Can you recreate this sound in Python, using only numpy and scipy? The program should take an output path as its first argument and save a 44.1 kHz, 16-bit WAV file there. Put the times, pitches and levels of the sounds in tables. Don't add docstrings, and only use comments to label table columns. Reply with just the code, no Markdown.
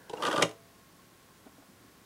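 import sys
import numpy as np
from scipy import signal
from scipy.fft import rfft, irfft
from scipy.io import wavfile

SR = 44100
rng = np.random.default_rng(int(sys.argv[2]) if len(sys.argv) > 2 else 0)


def store_pcm(level_fs):
    pcm = np.round(np.clip(level_fs, -1, 1) * 32767).astype(np.int16)
    wavfile.write(sys.argv[1], SR, np.atleast_2d(pcm).T)


N = 90404

# (frequency [Hz], width [Hz], level [dB])
CASE_MODES = [(112, 22, -15), (165, 30, -9), (235, 40, -12), (309, 19, 2.5), (360, 30, -7), (424, 30, 2),
              (482, 30, -6), (554, 26, 2.5), (618, 22, -2.5), (652, 20, -4.5), (790, 60, -14),
              (975, 90, -6.5)]
# (frequency [Hz], width [Hz], level [dB])
FRAME_MODES = [(915, 24, -1), (1190, 42, 7), (1255, 30, 5), (1415, 33, 2), (1482, 32, 3.5),
               (1581, 44, -2.5), (1830, 136, -8), (2846, 160, -8.5), (3153, 110, -3.5), (3420, 180, -8.5),
               (3676, 90, -8), (4460, 89, -14), (4900, 90, -13)]
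# (frequency [Hz], level [dB])
TICK_SPECTRUM = [(1000, -44), (2500, 3), (3500, 7), (4500, 1), (6500, -1), (10000, -7), (12000, -29),
                 (15500, -30)]
TICK_T60_S = 0.034


def amp(db):
    return 10 ** (np.asarray(db) / 20)


def along(points, hz):
    f, v = np.transpose(points)
    return np.interp(np.log(hz + 1e-3), np.log(f), v)


def fade(t, t60):
    return np.exp(-np.log(1000) * t / t60)


def clock():
    return np.arange(N) / SR


def bins():
    return np.fft.rfftfreq(2 * N, 1 / SR)


def colour(points):
    cepstrum = irfft(np.log(amp(along(points, bins()))))
    cepstrum[1:N] *= 2
    cepstrum[N + 1:] = 0
    return np.exp(rfft(cepstrum))


def resonances(modes):
    f = bins()
    return sum((-1) ** k * amp(db) * 1j * f * width / (hz * hz - f * f + 1j * f * width)
               for k, (hz, width, db) in enumerate(modes))


def filtered(x, response):
    return irfft(rfft(x, 2 * N) * response)[..., :N]


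def through(x, response):
    return filtered(x, response) / np.sqrt(np.mean(abs(response) ** 2))


def bursts(times, levels_db, t60, rise_s=0.0004):
    envelope = np.zeros(N)
    for onset, db in zip(times, levels_db):
        age = np.maximum(clock() - onset, 0)
        envelope += amp(db) * fade(age, t60) * (1 - np.exp(-age / rise_s))
    return envelope * rng.standard_normal(N)


def knocks(times, levels_db, push_db, chatter_db):
    # (frequency [Hz], gain [dB])
    softness = [(3000, -0.5), (9000, -7.5), (12000, -23), (15500, -27)]
    samples = np.round(np.asarray(times) * SR).astype(int)
    pushes = np.bincount(samples, amp(levels_db + push_db), N)
    chatter = bursts(times, levels_db + chatter_db, t60=0.018)
    return filtered(pushes + chatter, colour(softness))


def struck(modes, spread_db=2.5):
    hz, width, db = np.transpose(modes)
    return resonances(zip(hz, width, db + spread_db * rng.standard_normal(len(db))))


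def ping(modes, at_s):
    return through(signal.unit_impulse(N, round(at_s * SR)), resonances(modes))


def hush():
    # (frequency [Hz], level [dB])
    air_spectrum = [(13, -77), (22, -18), (114, 0), (146, -5), (172, -0.5), (333, -5.5), (361, -4.5),
                    (462, -8.5), (997, -13), (1080, -2.5), (1180, -15), (1390, -11), (2600, -17.5),
                    (3820, -18), (15500, -24)]
    # (frequency [Hz], width [Hz], level [dB])
    hum_band = [(1118, 23, 0)]
    air, hum = rng.standard_normal((2, N))
    return amp(-58.5) * through(air, colour(air_spectrum)) + amp(-76) * through(hum, resonances(hum_band))


def room(x, delay_s=0.006):
    # (frequency [Hz], t60 [s])
    decay = [(120, .3), (500, .3), (1500, .24), (5000, .21), (12000, .19)]
    # (frequency [Hz], gain [dB])
    walls = [(150, -13), (600, -1.5), (1500, -2), (6000, -2.5), (12000, 2)]
    hz, t, noise = signal.stft(rng.standard_normal(SR // 2), SR, nperseg=256)
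    shaped = noise * fade(t, along(decay, hz)[:, None]) * amp(along(walls, hz))[:, None]
    tail = signal.istft(shaped, SR, nperseg=256)[1]
    tail = np.pad(tail, (round(delay_s * SR), 0))
    return signal.fftconvolve(x, tail / np.linalg.norm(tail))[:N]


def handling():
    # (time [s], level [dB], pitch [Hz])
    bumps = [(1.026, -52.5, 368), (1.458, -45, 310), (1.464, -46.5, 620), (1.528, -52, 218),
             (1.579, -47, 330), (1.622, -51.5, 590), (1.686, -49, 181), (1.836, -52.5, 297)]
    # (frequency [multiple of its pitch], level [dB])
    shape = [(.3, -26), (.65, -12), (.85, 0), (1.2, 0), (1.7, -9), (3.5, -21), (10, -45)]
    out = np.zeros(N)
    for onset, db, hz in bumps:
        spectrum = [(ratio * hz, level) for ratio, level in shape]
        out += through(bursts([onset], [db], t60=0.073, rise_s=0.0038), colour(spectrum))
    return out


def bell():
    # (time [s], gain [dB])
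    jolts = [(.137, -3), (.426, 1)]
    # (frequency [Hz], level [dB], t60 [s])
    partials = [(438, -38.5, .4), (672, -54.5, 1.15)]
    out = np.zeros(N)
    for onset, jolt_db in jolts:
        age = np.maximum(clock() - onset, 0)
        for hz, db, t60 in partials:
            out += amp(jolt_db + db) * fade(age, t60) * np.sin(2 * np.pi * hz * age)
    return out


def finger():
    # (time [s], knock level [dB], tick level [dB])
    slips = [(0.0956, -39, -42.5), (0.0992, -31.5, -69), (0.111, -40, -52), (0.1319, -35.5, -49),
             (0.1358, -27, -52), (0.163, -45, -56), (0.1712, -36, -62)]
    # (frequency [Hz], width [Hz], level [dB])
    wheel_modes = [(171, 73, -15.5), (320, 94, -5), (448, 114, 2.5), (547, 64, -9), (810, 38, -8),
                   (957, 80, -5.5), (1500, 27, -25), (2750, 33, -23)]
    # (frequency [Hz], level [dB])
    rub_spectrum = [(200, -4), (520, 8.5), (800, 2), (1300, -4.5), (1600, 13), (2100, -16), (8000, -32)]
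    # (frequency [Hz], level [dB])
    scrape_spectrum = [(1500, -18), (2400, -9), (2800, 10), (3400, -17), (7000, -13), (12000, -34)]
    rub_end_s, scrape_start_s, scrape_length_s = 0.13, 0.164, 0.02
    times, knock_db, tick_db = np.transpose(slips)
    t = clock()
    skin, slide = rng.standard_normal((2, N))
    rub = amp(-59) * through(skin * (t < rub_end_s), colour(rub_spectrum))
    swell = np.sin(np.pi * np.clip((t - scrape_start_s) / scrape_length_s, 0, 1))
    scrape = amp(-51.5) * through(slide * swell, colour(scrape_spectrum))
    knock = through(knocks(times, knock_db, push_db=18.5, chatter_db=1.5), resonances(wheel_modes))
    ticks = through(bursts(times, tick_db, TICK_T60_S), colour(TICK_SPECTRUM))
    return rub + scrape + knock + ticks


def gear_train():
    # (time [s], level [dB])
    run = [(.135, -39), (.165, -47), (.205, -36.5), (0.215, -37), (0.225, -28.5), (.27, -30.5), (.303, -32),
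           (.335, -28.5), (.355, -31.5), (0.403, -32), (.424, -28), (0.442, -31)]
    # (frequency [Hz], level [dB])
    gear_spectrum = [(50, -29), (100, -21.5), (160, -16), (240, -4), (310, -3), (470, -1.5), (560, 0.5),
                     (760, -5), (1150, -1.5), (1600, -7), (2100, -15.5), (3100, -16.5), (4200, -23.5),
                     (9000, -26), (11000, -29), (13500, -39), (15500, -46)]
    # (frequency [Hz], gain [dB])
    unloaded = [(1000, 0.5), (2500, -4.5)]
    # (frequency [Hz], level [dB])
    rasp_spectrum = [(1500, -12), (3000, -9), (5000, 1), (9000, -9), (11000, -6.5), (12000, -20),
                     (13700, -8), (15000, -27)]
    tooth_hz, scatter_teeth, spread_db, engage_s = 334.3, 0.375, 3.5, 0.22
    t = clock()
    times, run_db = np.transpose(run)
    teeth = np.arange(times[0], times[-1], 1 / tooth_hz)
    late, force = rng.standard_normal((len(teeth), 2)).T
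    mesh = bursts(teeth + scatter_teeth * late / tooth_hz, spread_db * force, t60=0.014)
    running = (t > times[0]) & (t < times[-1])
    level = amp(np.interp(t, times, run_db))
    drive = level * mesh / np.std(mesh[running])
    drive = np.where(t < engage_s, filtered(drive, colour(unloaded)), drive)
    gears = amp(-3.5) * through(drive, colour(gear_spectrum))
    case = amp(-7) * through(drive, resonances(CASE_MODES))
    frame = amp(-12.5) * through(drive, resonances(FRAME_MODES))
    rasp = amp(-22.5) * through(level * running * rng.standard_normal(N), colour(rasp_spectrum))
    return gears + case + frame + rasp


def clacks():
    # (time [s], case level [dB], frame level [dB], tick level [dB])
    blows = [(0.2229, -30, -29, -35.5), (0.232, -41, -28, -45), (0.2502, -45, -24.5, -32.5),
             (0.263, -54, -35, -42), (0.2672, -50, -30, -31.5), (.276, -26.5, -27, -44),
             (.284, -23.5, -43, -41), (.311, -54, -30, -41.5), (0.315, -59, -28.5, -41),
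             (0.326, -29.5, -30, -39), (.339, -24, -39, -53), (0.3601, -36.5, -25.5, -36.5),
             (.378, -23.5, -30.5, -31.5), (0.3925, -25, -28, -63), (0.398, -33, -44, -44),
             (0.4111, -24.5, -31, -45)]
    times, case_db, frame_db, tick_db = np.transpose(blows)
    frame = np.zeros(N)
    for onset, db in zip(times, frame_db):
        blow = knocks([onset], np.array([db]), push_db=16, chatter_db=7)
        frame += through(blow, struck(FRAME_MODES))
    case = through(knocks(times, case_db, push_db=19, chatter_db=2.5), resonances(CASE_MODES))
    ticks = through(bursts(times, tick_db, TICK_T60_S, rise_s=0.00053), colour(TICK_SPECTRUM))
    return frame + case + ticks


def wheel_stop():
    # (time [s], case level [dB], crack level [dB], snap level [dB])
    hits = [(.422, -41, -21, -23.5), (0.4244, -37, -16.5, -27), (0.4258, -17.5, -23, -52.5),
            (0.4362, -26.5, -33.5, -48), (0.449, -26, -34, -44), (0.493, -36.5, -51, -42.5),
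            (0.511, -70, -46, -50.5)]
    # (frequency [Hz], level [dB])
    crack_spectrum = [(180, -17), (300, -14.5), (411, 7), (821, -11.5), (985, 5), (1700, -9), (1970, -4.5),
                      (2650, -4.5), (2830, 4), (3280, -10), (3750, -6.5), (4280, -15.5), (6570, -11.5),
                      (7250, -15), (10400, -23.5), (14000, -55), (15500, -72)]
    # (frequency [Hz], level [dB])
    snap_spectrum = [(1500, -0.5), (4000, 9), (7000, 4.5), (10500, 2), (13000, -16), (15500, -21)]
    # (frequency [Hz], width [Hz], level [dB])
    stop_modes = [(985, 95, 0), (2839, 40, -3)]
    # (frequency [Hz], width [Hz], level [dB])
    desk_modes = [(115.6, 11.5, -1.5), (168.2, 13.3, 1)]
    times, case_db, crack_db, snap_db = np.transpose(hits)
    case = through(knocks(times, case_db, push_db=20, chatter_db=-6.5), resonances(CASE_MODES))
    crack = through(bursts(times, crack_db, t60=0.034), colour(crack_spectrum))
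    snap = through(bursts(times, snap_db, t60=0.018, rise_s=0.00018), colour(snap_spectrum))
    ring = amp(-5) * ping(stop_modes, at_s=0.4255)
    thud = amp(-6.5) * ping(desk_modes, at_s=0.431)
    return case + crack + snap + ring + thud


def scene():
    direct = finger() + gear_train() + clacks() + wheel_stop() + handling()
    return (direct + amp(-11) * room(direct) + bell() + hush())[None]


def record(dry):
    top_hz = 15800
    return filtered(dry, bins() < top_hz)


dry = scene()
out = record(dry)
store_pcm(out)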